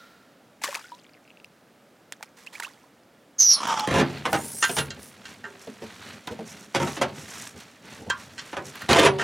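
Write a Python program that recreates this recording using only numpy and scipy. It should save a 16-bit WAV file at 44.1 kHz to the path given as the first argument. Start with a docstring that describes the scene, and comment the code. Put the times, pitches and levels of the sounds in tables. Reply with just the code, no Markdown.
"""Two small splashes slap a still pond and break into ringing bubbles, with a few drips between them.
Then, close by, the aluminium canopy door of a parked truck squeals and creaks free of its seal.
The sheet booms, gas hisses through the struts, and the steel latch clanks as it is worked.
Hands and sleeves rub over the sheet between knocks and dull thuds, and the hollow canopy rumbles.
At the end the door shudders hard and its frame rings on, over a bed of open air."""
import sys
import numpy as np
from scipy import signal
from scipy.fft import rfft, irfft, next_fast_len
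from scipy.io import wavfile
from scipy.ndimage import uniform_filter1d, minimum_filter1d, map_coordinates

SR = 44100
rng = np.random.default_rng(int(sys.argv[2]) if len(sys.argv) > 2 else 0)


def log_audio(samples):
    """Write samples as a 16-bit WAV file to the path given in sys.argv[1]."""
    # one column per channel
    frames = np.atleast_2d(samples).T
    # limit to full scale, then quantise
    limited = np.clip(frames, -1, 1)
    pcm = np.round(limited * 32767).astype(np.int16)
    wavfile.write(sys.argv[1], SR, pcm)


N = 407043

# hits on the door, on the latch, and dull ones against the truck:
# (time [s], rattle length [s], bass [dB], mids [dB], treble [dB])
DOOR_HITS = [(3.874, .06, -27, -27, -34), (3.94, .075, -20.5, -21, -29), (4.254, .01, -37, -23.5, -31),
             (4.329, .025, -30, -20.5, -32), (4.694, .005, -34, -31, -34), (4.767, .028, -32, -28, -27.5),
             (6.274, .004, -43, -34.5, -43), (6.748, .025, -29, -24, -27.5), (6.8, .035, -27, -26, -37),
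             (6.873, .015, -35, -34, -39), (6.967, .02, -41, -38, -39), (7.014, .014, -32, -20, -28.5),
             (8.53, .008, -47, -34, -45), (8.568, .006, -42, -29, -41), (8.89, .035, -21, -18, -22.5),
             (8.932, .135, -27, -15.3, -21), (9.187, .04, -41, -31, -35.5)]
LATCH_HITS = [(4.626, 0.018, -55, -23.5, -23.5), (4.786, 0.005, -36.5, -33.5, -30),
              (4.905, 0.0044, -44, -50, -38.5), (5.255, 0.0035, -63, -52, -45.0),
              (5.441, 0.015, -66, -37.5, -55), (8.1, 0.004, -47, -25, -31.5), (8.38, 0.016, -57, -45, -39),
              (8.818, 0.0018, -60, -41, -49), (9.196, .025, -50, -30, -37)]
THUD_HITS = [(5.672, .01, -42, -43, -55), (5.82, .03, -44, -42, -52), (6.31, .015, -38, -43, -52),
             (6.39, .02, -40, -40, -56)]
# crossovers of a hit: (bass to mids [Hz], mids to treble [Hz])
CROSSOVERS = [350, 2200]
# tone colour of each struck body: (frequency [Hz], level [dB])
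DOOR_EQ = [(21, -21), (35, -27), (136, 2.5), (490, -3), (684, -2.5), (778, -2), (1110, -3), (1810, -8.5),
           (2280, -12), (3020, -11.5), (4920, -20), (5890, -19), (8430, -27.5), (9580, -27), (16000, -50.5)]
LATCH_EQ = [(47, -23), (80, -2), (296, -29.5), (378, -43), (672, -9.5), (802, -47), (877, -3), (1820, -3.5),
            (2180, -12.5), (3030, -11), (7530, -13), (10000, -32), (16000, -78)]
THUD_EQ = [(60, -22), (200, 1.5), (350, -1.5), (550, 1.5), (900, -7), (1500, -22), (5000, -28),
           (16000, -50)]
# decay of each body's dense ring: (frequency [Hz], t60 [s])
DOOR_DECAY = [(100, 0.14), (400, 0.28), (1200, 0.17), (4000, 0.12), (12000, 0.071)]
LATCH_DECAY = [(200, 0.45), (1500, 0.19), (5000, 0.11), (12000, 0.043)]
THUD_DECAY = [(200, 0.18), (800, .1), (4000, .05)]
# clear notes of each ringing part: (frequency [Hz], level [dB], t60 [s])
DOOR_MODES = [(88.973, -10, 0.36), (142, -2, 0.7), (256.4, -8, 0.3), (543, -0.5, 0.17), (677, -1, 0.12),
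              (873, -12.5, 0.13), (927, -10.5, 0.44), (1130, -11.5, 0.33), (1573, -18, 0.08)]
LATCH_MODES = [(692, -21, .13), (902.78, -10, 0.1302), (1407, -3, 0.2), (1572, 5.5, 0.12), (1829, -2, 0.13),
               (2774, -3.5, 0.1334), (2950, -15, .15), (3190, -6, 0.1), (4157, -8.5, .1),
               (5500, -13.5, .05), (7100, -60, .06)]
THUD_MODES = [(220, 0, 0.21), (537, -4, .1)]
FRAME_MODES = [(387, 3.5, 1), (413.5, 11, .3), (565, -6, 1), (727, -5, .6), (985, -15, 0.651)]
SPRING_MODES = [(9930, 8.5, 0.12), (10020, 1, 0.12), (9650, 0, .2)]
# hits that ring the door frame and ping the latch spring: (time [s], level [dB])
FRAME_HITS = [(5.441, -50), (9.02, -23)]
SPRING_HITS = [(3.53, -26), (4.628, -37), (9.015, -45), (9.043, -34)]
# sharp snaps of metal on metal: (time [s], level [dB], click tuning [Hz])
ROD_SNAPS = [(3.676, -22, 1180), (3.795, -19, 3300), (3.874, -29, 7060), (4.331, -17, 1112),
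             (6.273, -26.5, 3108), (6.931, -30, 3500), (7.603, -33, 3000), (8.1, -30, 6606),
             (8.755, -29, 1180), (8.82, -26, 1300), (8.9305, -8, 3300), (8.996, -14, 3480)]

# slides of the squealing metal, its lower shriek and the creaking seal: (start [s], end [s],
# attack [s], release [s], level [dB], first pitch [Hz], target pitch [Hz], slowing time [s])
SQUEAL_SLIDE = (3.38, 3.535, .022, .045, -15, 6450, 5000, .15)
UNDERTONE_SLIDE = (3.5, 3.545, .03, .06, -24, 4800, 4200, .035)
CREAK_SLIDE = (3.515, 3.855, .185, .04, -24, 1330, 820, .12)
# roughness of each slide: (time [s], chatter [0-1])
SQUEAL_CHATTER = [(3.39, .9), (3.403, .25), (3.416, .8), (3.445, .65), (3.485, .15), (3.52, .9)]
UNDERTONE_CHATTER = [(3.5, .8)]
CREAK_CHATTER = [(3.65, .95), (3.69, .35), (3.8, .5), (3.83, .08)]
# grit of metal, grit of rubber, and how the squealing part radiates: (frequency [Hz], level [dB])
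SCRAPE_EQ = [(200, -30.5), (400, -33), (800, -20.5), (3500, -20.5), (5000, 0), (6300, -5.5), (7300, -50),
             (8500, -19), (10000, -24), (11600, -15), (13500, -30), (16000, -48)]
SEAL_EQ = [(100, -26), (220, -5), (330, -17), (600, -10), (900, -6.5), (1220, -0.5), (1700, -13),
           (2600, -16.5), (3200, -8.5), (4000, -25), (5600, -13.5), (8000, -25), (16000, -48)]
RADIATION_EQ = [(4000, 0), (6700, 0), (7600, -7), (9500, -5), (11000, 2), (12600, -1), (14500, -14)]

# spurts of gas through the struts: (start [s], end [s], opening level [dB])
GAS_SPURTS = [(4.25, 4.8, -45), (4.96, 5.08, -50)]
# colour of the gas hiss: (frequency [Hz], level [dB])
HISS_EQ = [(2000, -34), (4000, -11), (5500, -2), (8000, -3), (10000, 4), (11500, -5), (14000, -5),
           (16000, -13)]
# whistles that climb in the hiss: (time [s], first pitch [Hz], level [dB])
GAS_WHISTLES = [(4.3, 7200, -47), (4.33, 5900, -48), (4.42, 8800, -43), (4.518, 7800, -38),
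                (4.56, 5400, -42), (4.685, 8200, -36)]

# hand and sleeve strokes on the sheet: (midpoint [s], length [s], rub [dB], swish over rub [dB])
HAND_STROKES = [(4.15, .18, -45, -11), (5.29, .12, -47, -9), (5.63, .1, -60, 5), (5.89, .18, -49, -8),
                (6.09, .24, -45.5, -8), (6.5, .1, -52, 6), (6.6, .16, -54, 0), (6.88, .24, -48, 6),
                (7.2, .14, -47, 0), (7.38, .32, -43.5, 0), (7.6, .1, -48, -4), (7.92, .2, -47, -9),
                (8.22, .12, -49, -3), (8.47, .2, -48, -6), (8.68, .09, -47, 1), (8.8, .22, -44, -9)]
# a hand leans on the sheet: (midpoint [s], length [s], level [dB])
HAND_PRESSES = [(6.13, .2, -49), (7.57, .06, -42), (7.88, .16, -46), (8.06, .22, -41), (8.69, .1, -46)]
# sleeves are never quite still: (start [s], end [s], attack [s], release [s])
SLEEVE_FIDGET = (3.5, 9.23, .1, .1)
# canopy rumble, dull rub and bright swish: (frequency [Hz], level [dB])
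RUMBLE_EQ = [(21, -23), (35, -44), (80, -0.5), (176, -0.5), (207, 4.5), (377, -7.5), (415, -1.5),
             (475, -7.5), (900, -13.5), (1170, -54), (1980, -120)]
RUB_EQ = [(350, -16.5), (700, -3), (1800, 1), (3000, -3), (4500, -5), (6500, -30.5)]
SWISH_EQ = [(3500, -24.5), (5500, 5.5), (8000, 0.5), (10000, -4), (13000, -10), (16000, -25)]

# slaps that make up the two splashes: (time [s], level [dB], decay time [s])
WATER_SLAPS = [(.615, -31, .025), (.636, -13.5, .009), (.668, -28, .04), (.743, -22.5, .012),
               (2.123, -23.5, .002), (2.227, -22.5, .0025), (2.365, -42, .06), (2.464, -34, .0036),
               (2.525, -36.5, .045), (2.599, -20.5, .0025), (2.626, -27.5, .016)]
# the largest bubbles: (time [s], level [dB], first pitch [Hz], t60 [s])
BIG_BUBBLES = [(.641, -13.5, 1094, .017), (.678, -18.5, 1700, .011), (.686, -24, 565, .06),
               (.727, -22, 1050, .017), (.751, -13, 2283, .01), (.843, -40, 1421, .1),
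               (.919, -31.5, 950, .1), (2.209, -30, 854, .013), (2.471, -28.5, 2494, .033),
               (2.553, -29, 2190, .042), (2.603, -36, 915, .09), (2.624, -20, 1900, .013),
               (2.636, -23, 1420, .021), (2.647, -25.5, 2541, .035)]
# a thin string of drips on one pitch: (time [s], level [dB])
DRIPS = [(1.277, -39), (1.304, -39), (1.372, -36), (1.4, -37), (1.445, -27.5)]
# cavities that close with a steeply rising gloop: (time [s], level [dB])
GLOOPS = [(.773, -35), (2.665, -36)]
# the splashes move from left to right: (time [s], left minus right [dB])
POND_PAN = [(1.4, 1.5), (2.5, -4)]

# open air over the water: (frequency [Hz], level [dB])
AIR_EQ = [(18, -99), (30, -26.5), (189, -6.5), (233, -5.5), (273, -5), (374, -10.5), (569, -8),
          (1070, -17.5), (1320, -15), (2410, -22), (16000, -37)]
# reflections off the truck's side and the ground: (frequency [Hz], t60 [s])
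REFLECTION_DECAY = [(150, 0.48), (1500, 0.073), (10000, 0.03336)]
# slight lean of the stereo image: (frequency [Hz], left minus right [dB])
STEREO_LEAN = [(60, .5), (200, .2), (600, -1.2), (2400, -1.1), (6000, -2.2), (10000, .5)]


def door():
    """The aluminium sheet booms and rattles; its frame sings on after the hardest hit."""
    sheet = strike(DOOR_HITS, DOOR_EQ, DOOR_DECAY, DOOR_MODES,
                   clear_db=-6.5, crack_db=-6, rattle_rate=600, rattle_db=-6.5)
    return amp(-2.5) * sheet + sing(FRAME_HITS, FRAME_MODES, swell_s=.017)


def latch():
    """The steel latch clanks against its keeper, its rods snap and its spring pings."""
    out = strike(LATCH_HITS, LATCH_EQ, LATCH_DECAY, LATCH_MODES,
                 clear_db=2, crack_db=-4, rattle_rate=600, rattle_db=-4)
    for s, db, hz in ROD_SNAPS:
        add(out, s, amp(db) * click(hz, t60=.027))
    return out + sing(SPRING_HITS, SPRING_MODES, swell_s=.0052)


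def squeal(surge_db=2, surge_peak_s=3.415, surge_period_s=.105):
    """Bare metal shrieks in two rough tones that sink as it slows; the upper one surges twice."""
    high = stick_slip(SQUEAL_SLIDE, SQUEAL_CHATTER, slip_rate=330, slip_t60=.0065,
                      harmonics_db=[1.3, -26], grit_eq=SCRAPE_EQ, grit_db=-10.5, waver=.011)
    low = stick_slip(UNDERTONE_SLIDE, UNDERTONE_CHATTER, slip_rate=300, slip_t60=.005,
                     harmonics_db=[0], grit_eq=SCRAPE_EQ, grit_db=-20, waver=.03)
    surge = amp(surge_db * np.cos(2 * np.pi * (np.arange(N) / SR - surge_peak_s) / surge_period_s))
    return coloured(surge * high + low, RADIATION_EQ)


def creak():
    """The rubber seal grips and slips as it drags over the frame."""
    return stick_slip(CREAK_SLIDE, CREAK_CHATTER, slip_rate=170, slip_t60=.03,
                      harmonics_db=[-2.5, -36, -32, -21], grit_eq=SEAL_EQ, grit_db=1.5, waver=.012)


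def water(rise=.61, spray_hz=2200, spray_rate=1900, spray_cycles=26, drip_hz=2450, drip_t60=.009):
    """A crackling slap sheds a spray of small bubbles; big ones and drips follow, each with a tick."""
    out = np.zeros(N)
    t = np.arange(SR // 3) / SR
    slap_eq = [(100, -20), (450, 4), (1100, 3.5), (1800, 13), (3000, 7), (7500, 5.5), (11000, 0),
               (16000, -9.5)]
    for s, db, decay in WATER_SLAPS:
        attack = 1 - np.exp(-t / (.25 * decay))
        fall = np.exp(-t / decay) + .1 * np.exp(-t / (7 * decay))
        crackle = unit(rng.standard_normal(len(t)) * amp(3.5 * wobble(600, len(t))))
        add(out, s, amp(db - 10) * coloured(crackle * attack * fall, slap_eq))
        for wait, pitch, softness in rng.random((int(spray_rate * decay) + 1, 3)):
            hz = spray_hz * 3 ** (2 * pitch - 1)
            onset = s - 2 * decay * np.log(1 - wait)
            gain = amp(db - 3 - 10 * softness - 10 * wait)
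            add(out, onset, gain * bubble(hz, spray_cycles / hz, rise))
    drips = [(s, db, drip_hz, drip_t60) for s, db in DRIPS]
    for s, db, hz, t60 in BIG_BUBBLES + drips:
        climb = rise * min(1, hz / 2200) ** 2  # big, deep bubbles climb less
        add(out, s, amp(db) * bubble(hz, t60, climb))
        add(out, s, amp(db - 11) * click(1.45 * hz, t60=.0054))
    for s, db in GLOOPS:
        add(out, s, amp(db) * bubble(hz=900, t60=.08, rise=2.6))
    return out


def spatter(most_drops=150, mean_flight_s=.2, drop_hz=3600, drop_cycles=18):
    """Fine drops fall back one after another; soft or brief slaps throw up few."""
    out = np.zeros(N)
    for s, db, decay in WATER_SLAPS:
        thrown = min(1, 3 * amp(db)) * min(1, decay / .009)
        for wait, pitch, softness in rng.random((int(most_drops * thrown) + 1, 3)):
            hz = drop_hz * 2 ** (2 * pitch - 1)
            landing = s - mean_flight_s * np.log(1 - wait)
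            gain = amp(db - 19 - 8 * softness - 4.9 * wait)
            add(out, landing, gain * bubble(hz, drop_cycles / hz, rise=.3))
    return out


def struts(growth_db_per_s=15, whistle_s=.17, climb_hz_per_s=12500):
    """Gas squeezes through the struts: each spurt builds, and whistles sweep up through the first."""
    t = np.arange(N) / SR
    flow = np.zeros(N)
    for start, end, db in GAS_SPURTS:
        build = amp(db + growth_db_per_s * (np.minimum(t, end) - start))
        flow += build * envelope(t, start, end, attack=.07, release=.07)
    out = flow * rush(HISS_EQ, grain_db=3, rate=300)
    n = int(whistle_s * SR)
    for s, first_hz, db in GAS_WHISTLES:
        hz = (first_hz + climb_hz_per_s * t[:n]) * (1 + .0223 * wobble(1200, n))
        whistle = np.sin(2 * np.pi * np.cumsum(hz) / SR)
        add(out, s, amp(db) * np.sqrt(2 * np.hanning(n)) * whistle)
    return out


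def thuds():
    """Soft, heavy contacts against the truck, with hardly any ring."""
    return strike(THUD_HITS, THUD_EQ, THUD_DECAY, THUD_MODES,
                  clear_db=-4.5, crack_db=-7, rattle_rate=500, rattle_db=-4)


def handling():
    """Hands and sleeves rub and swish on the sheet; strokes, presses and hits make the canopy rumble."""
    fidget = envelope(np.arange(N) / SR, *SLEEVE_FIDGET) * amp(2 * wobble(12))
    shake = canopy_shake()
    presses = swells(HAND_PRESSES)
    strokes = swells([(s, length, db) for s, length, db, _ in HAND_STROKES])
    bright_strokes = swells([(s, length, db + bright) for s, length, db, bright in HAND_STROKES])
    rumble = np.linalg.norm([amp(-8) * shake, presses, amp(-8) * strokes, amp(-57) * fidget], axis=0)
    buzz = amp(-15) * shake  # the sheet buzzes along with the canopy
    rub = np.linalg.norm([buzz, strokes, amp(-55) * fidget], axis=0)
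    swish = np.hypot(bright_strokes, amp(-61) * fidget)
    return (rumble * rush(RUMBLE_EQ, grain_db=3, rate=51)
            + rub * rush(RUB_EQ, grain_db=2.5, rate=240)
            + swish * rush(SWISH_EQ, grain_db=3, rate=310))


def canopy_shake(swell_s=.035, t60=1.3):
    """Gain curve of the hollow canopy, which stores the bass of each hit and lets it fade."""
    t = np.arange(2 * SR) / SR
    power = np.zeros(N)
    bloom = (1 - np.exp(-t / swell_s)) * fade(t, t60)
    for s, _, bass_db, *_ in DOOR_HITS + THUD_HITS:
        add(power, s, (amp(bass_db) * bloom) ** 2)
    return np.sqrt(power)


def air(bed_db=-57, ring_db=-52.5):
    """A steady bed of open air; a faint high ring dies away at the start."""
    ring_eq = [(600, -44), (1280, -12.5), (1390, -1.5), (1520, -17), (1850, -14.5), (2600, -22),
               (3900, -19), (9000, -34.5)]
    bed = unit(coloured(rng.standard_normal(N), AIR_EQ))
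    ring = unit(coloured(rng.standard_normal(N), ring_eq))
    return amp(bed_db) * bed + amp(ring_db) * ring * fade(np.arange(N) / SR, t60=1.35)


def strike(hits, eq, decay, clear_modes, clear_db, crack_db, rattle_rate, rattle_db):
    """A loose part hits and chatters; every contact cracks and rings the body."""
    out = np.zeros(N)
    t = np.arange(SR // 2) / SR
    lead_s, lead_db = .004, -16  # a light touch just ahead of each hit
    splits = [(CROSSOVERS[0], "low"), (CROSSOVERS, "band"), (CROSSOVERS[1], "high")]
    bands = [signal.butter(4, edge, kind, fs=SR, output="sos") for edge, kind in splits]
    for s, length, *levels in hits:
        crack = rng.standard_normal(len(t)) * fade(t, .0078)
        dense = coloured(tail(decay) + amp(crack_db) * crack / np.linalg.norm(crack), eq)
        body = unit(dense) + amp(clear_db) * unit(modes(clear_modes, t))
        rattle = (rng.random(len(t)) < rattle_rate / SR) & (t < length)
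        contacts = amp(rattle_db) * rattle * rng.uniform(-1.71, 1.47, len(t))
        contacts[0] = 1  # the hit itself
        contacts = np.r_[amp(lead_db), np.zeros(int(lead_s * SR)), contacts]
        sound = signal.fftconvolve(contacts, body)[:len(t)]
        attack = t < length + .025  # each band's level is set over this stretch
        for sos, db in zip(bands, levels):
            band = signal.sosfilt(sos, sound)
            add(out, s - lead_s, amp(db) * band / np.sqrt(np.mean(band[attack] ** 2)))
    return out


def sing(hits, table, swell_s):
    """A lightly damped part picks up each hit and rings on."""
    out = np.zeros(N)
    t = np.arange(SR) / SR
    for s, db in hits:
        add(out, s, amp(db) * modes(table, t, scatter_db=0) * (1 - np.exp(-t / swell_s)))
    return out


def stick_slip(slide, chatter_curve, slip_rate, slip_t60, harmonics_db, grit_eq, grit_db, waver):
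    """A rubbed edge sings steadily, or breaks into separate slips that each restart the tone."""
    start, end, attack, release, db, first_hz, target_hz, slowing = slide
    n = SR  # one second holds the slide and its tail
    t = np.arange(n) / SR
    force = envelope(start + t, start, end, attack, release)
    hz = target_hz + (first_hz - target_hz) * np.exp(-t / slowing)
    chatter = np.clip(np.interp(start + t, *np.transpose(chatter_curve)), 0, 1)
    gaps, sizes, turns = rng.random((3, 1000))
    onsets = np.cumsum(.4 + 1.2 * gaps) / slip_rate * SR
    heard = onsets < n
    kicks = np.zeros(n, complex)  # each slip has its own strength and phase
    kicks[onsets[heard].astype(int)] = ((.5 + sizes) * np.exp(2j * np.pi * turns))[heard]
    slip_shape = fade(t, slip_t60) * (1 - fade(t, slip_t60 / 4)) ** 2
    slips = signal.fftconvolve(kicks, slip_shape[:SR // 20])[:n]
    slips /= np.sqrt(np.average(np.abs(slips) ** 2, weights=force))
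    swing = np.sqrt(1 - chatter) + np.sqrt(chatter) * slips
    swing /= np.sqrt(1 + (np.abs(swing) / 2) ** 2)  # the swing is softly capped, so its loudest peaks flatten
    phase = 2 * np.pi * np.cumsum(hz * (1 + waver * wobble(150, n))) / SR + np.angle(swing)
    tone = np.sqrt(2) * sum(amp(level) * np.sin(k * phase) for k, level in enumerate(harmonics_db, 1))
    scrape = amp(grit_db) * np.sqrt(chatter) * unit(coloured(rng.standard_normal(n), grit_eq))
    out = np.zeros(N)
    add(out, start, amp(db) * force * np.abs(swing) * (tone + scrape))
    return out


def bubble(hz, t60, rise):
    """A bubble rings and climbs in pitch as it nears the surface."""
    t = np.arange(int(t60 * SR) + 2) / SR
    chirp = np.sin(2 * np.pi * hz * (t + rise * t * t / (2 * t60)))
    return chirp * fade(t, t60) * (1 - np.exp(-t * hz))


def click(hz, t60):
    """A short broad burst of peak 1, strongest a little above hz."""
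    t = np.arange(SR // 20) / SR
    eq = [(hz / 5, -24), (hz * 1.22, -2), (hz * 1.45, 0), (hz * 1.24, -10), (hz * 5, -22)]
    burst = coloured(rng.standard_normal(len(t)) * fade(t, t60), eq)
    return burst / np.abs(burst).max()


def modes(table, t, scatter_db=2):
    """Clear decaying notes, their strengths scattered anew for each hit."""
    return sum(amp(db + scatter_db * rng.normal()) * fade(t, t60) * np.sin(2 * np.pi * hz * t)
               for hz, db, t60 in table)


def tail(decay):
    """A dense ring of energy 1, each frequency dying at its own speed."""
    hz, t, spectrum = signal.stft(rng.standard_normal(SR // 2), SR, nperseg=256)
    t60 = along(decay, hz)[:, None]
    ring = signal.istft(spectrum * fade(t, t60) / np.sqrt(t60), SR, nperseg=256)[1][:SR // 2]
    return ring / np.linalg.norm(ring)


def rush(eq, grain_db, rate):
    """Grainy noise of rms 1 whose level flickers rate times a second."""
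    return unit(coloured(rng.standard_normal(N) * amp(grain_db * wobble(rate)), eq))


def envelope(t, start, end, attack, release):
    """Swells over attack, holds until end, then falls by 20 dB every release."""
    return np.clip((t - start) / attack, 0, 1) ** 1.5 * amp(-20 * np.maximum(t - end, 0) / release)


def swells(rows):
    """Gain curve of smooth swells that add in power: (midpoint [s], length [s], level [dB])."""
    power = np.zeros(N)
    for s, length, db in rows:
        arch = 1 - np.linspace(-1, 1, int(length * SR)) ** 2
        add(power, s - length / 2, (amp(db) * arch) ** 2)
    return np.sqrt(power)


def coloured(x, eq, size=4096):
    """x through a minimum-phase EQ, so nothing rings ahead of an attack."""
    gain = amp(along(eq, np.fft.rfftfreq(size, 1 / SR)))
    cepstrum = irfft(np.log(gain + 1e-6))
    cepstrum[1:size // 2] *= 2
    cepstrum[size // 2 + 1:] = 0
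    impulse = irfft(np.exp(rfft(cepstrum)))[:size // 2]
    return signal.oaconvolve(x, impulse)[:len(x)]


def filtered(x, response):
    """x through a zero-phase filter of gain response(hz)."""
    n = x.shape[-1]
    padded = next_fast_len(n + 8192)
    return irfft(rfft(x, padded) * response(np.fft.rfftfreq(padded, 1 / SR)), padded)[..., :n]


def along(points, hz):
    """A curve of (frequency [Hz], value) points, read on a log axis."""
    knots_hz, values = np.transpose(points)
    return np.interp(np.log(hz + 1), np.log(knots_hz + 1), values)


def wobble(rate, n=N):
    """A smooth random curve, rate knots a second."""
    return map_coordinates(rng.standard_normal(int(n * rate / SR) + 4), [np.arange(n) * rate / SR])


def fade(t, t60):
    """Exponential decay, 60 dB down after t60."""
    return np.exp(-np.log(1000) * t / t60)


def amp(db):
    """Decibels to gain."""
    return np.exp(np.asarray(db) * np.log(10) / 20)


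def unit(x):
    """Scaled to rms 1."""
    return x / np.sqrt(np.mean(np.abs(x) ** 2) + 1e-20)


def add(track, s, sound):
    """Mix a sound into the track at s seconds."""
    part = track[round(s * SR):][:len(sound)]
    part += sound[:len(part)]


def scene():
    """The truck sits near centre, the splashes left then right; faint reflections add width."""
    pond = water() + spatter()
    centre = air() + door() + thuds() + latch() + squeal() + creak() + struts() + handling()
    reflection_eq = [(80, -25), (250, -22), (600, -17), (10000, -22)]  # the bass stays nearly mono
    reflections = coloured(tail(REFLECTION_DECAY), reflection_eq)
    side = signal.fftconvolve(centre + pond, reflections)[:N]
    stereo = np.array([centre + side, centre - side])
    stereo = filtered(stereo, lambda hz: amp(np.outer([.5, -.5], along(STEREO_LEAN, hz))))
    pan_db = np.interp(np.arange(N) / SR, *np.transpose(POND_PAN))
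    return stereo + pond * amp(np.outer([.5, -.5], pan_db))


def record(dry):
    """Master chain: a low cut, a peak limiter and a brick-wall high cut."""
    low_cut_hz, ceiling, high_cut_hz = 68, .76, 16000
    x = signal.sosfilt(signal.butter(3, low_cut_hz, "high", fs=SR, output="sos"), dry)
    needed_gain = np.minimum(1, ceiling / (np.abs(x).max(axis=0) + 1e-9))
    gain = uniform_filter1d(minimum_filter1d(needed_gain, size=129), size=129)
    return filtered(x * gain, lambda hz: hz < high_cut_hz)


dry = scene()
out = record(dry)
log_audio(out)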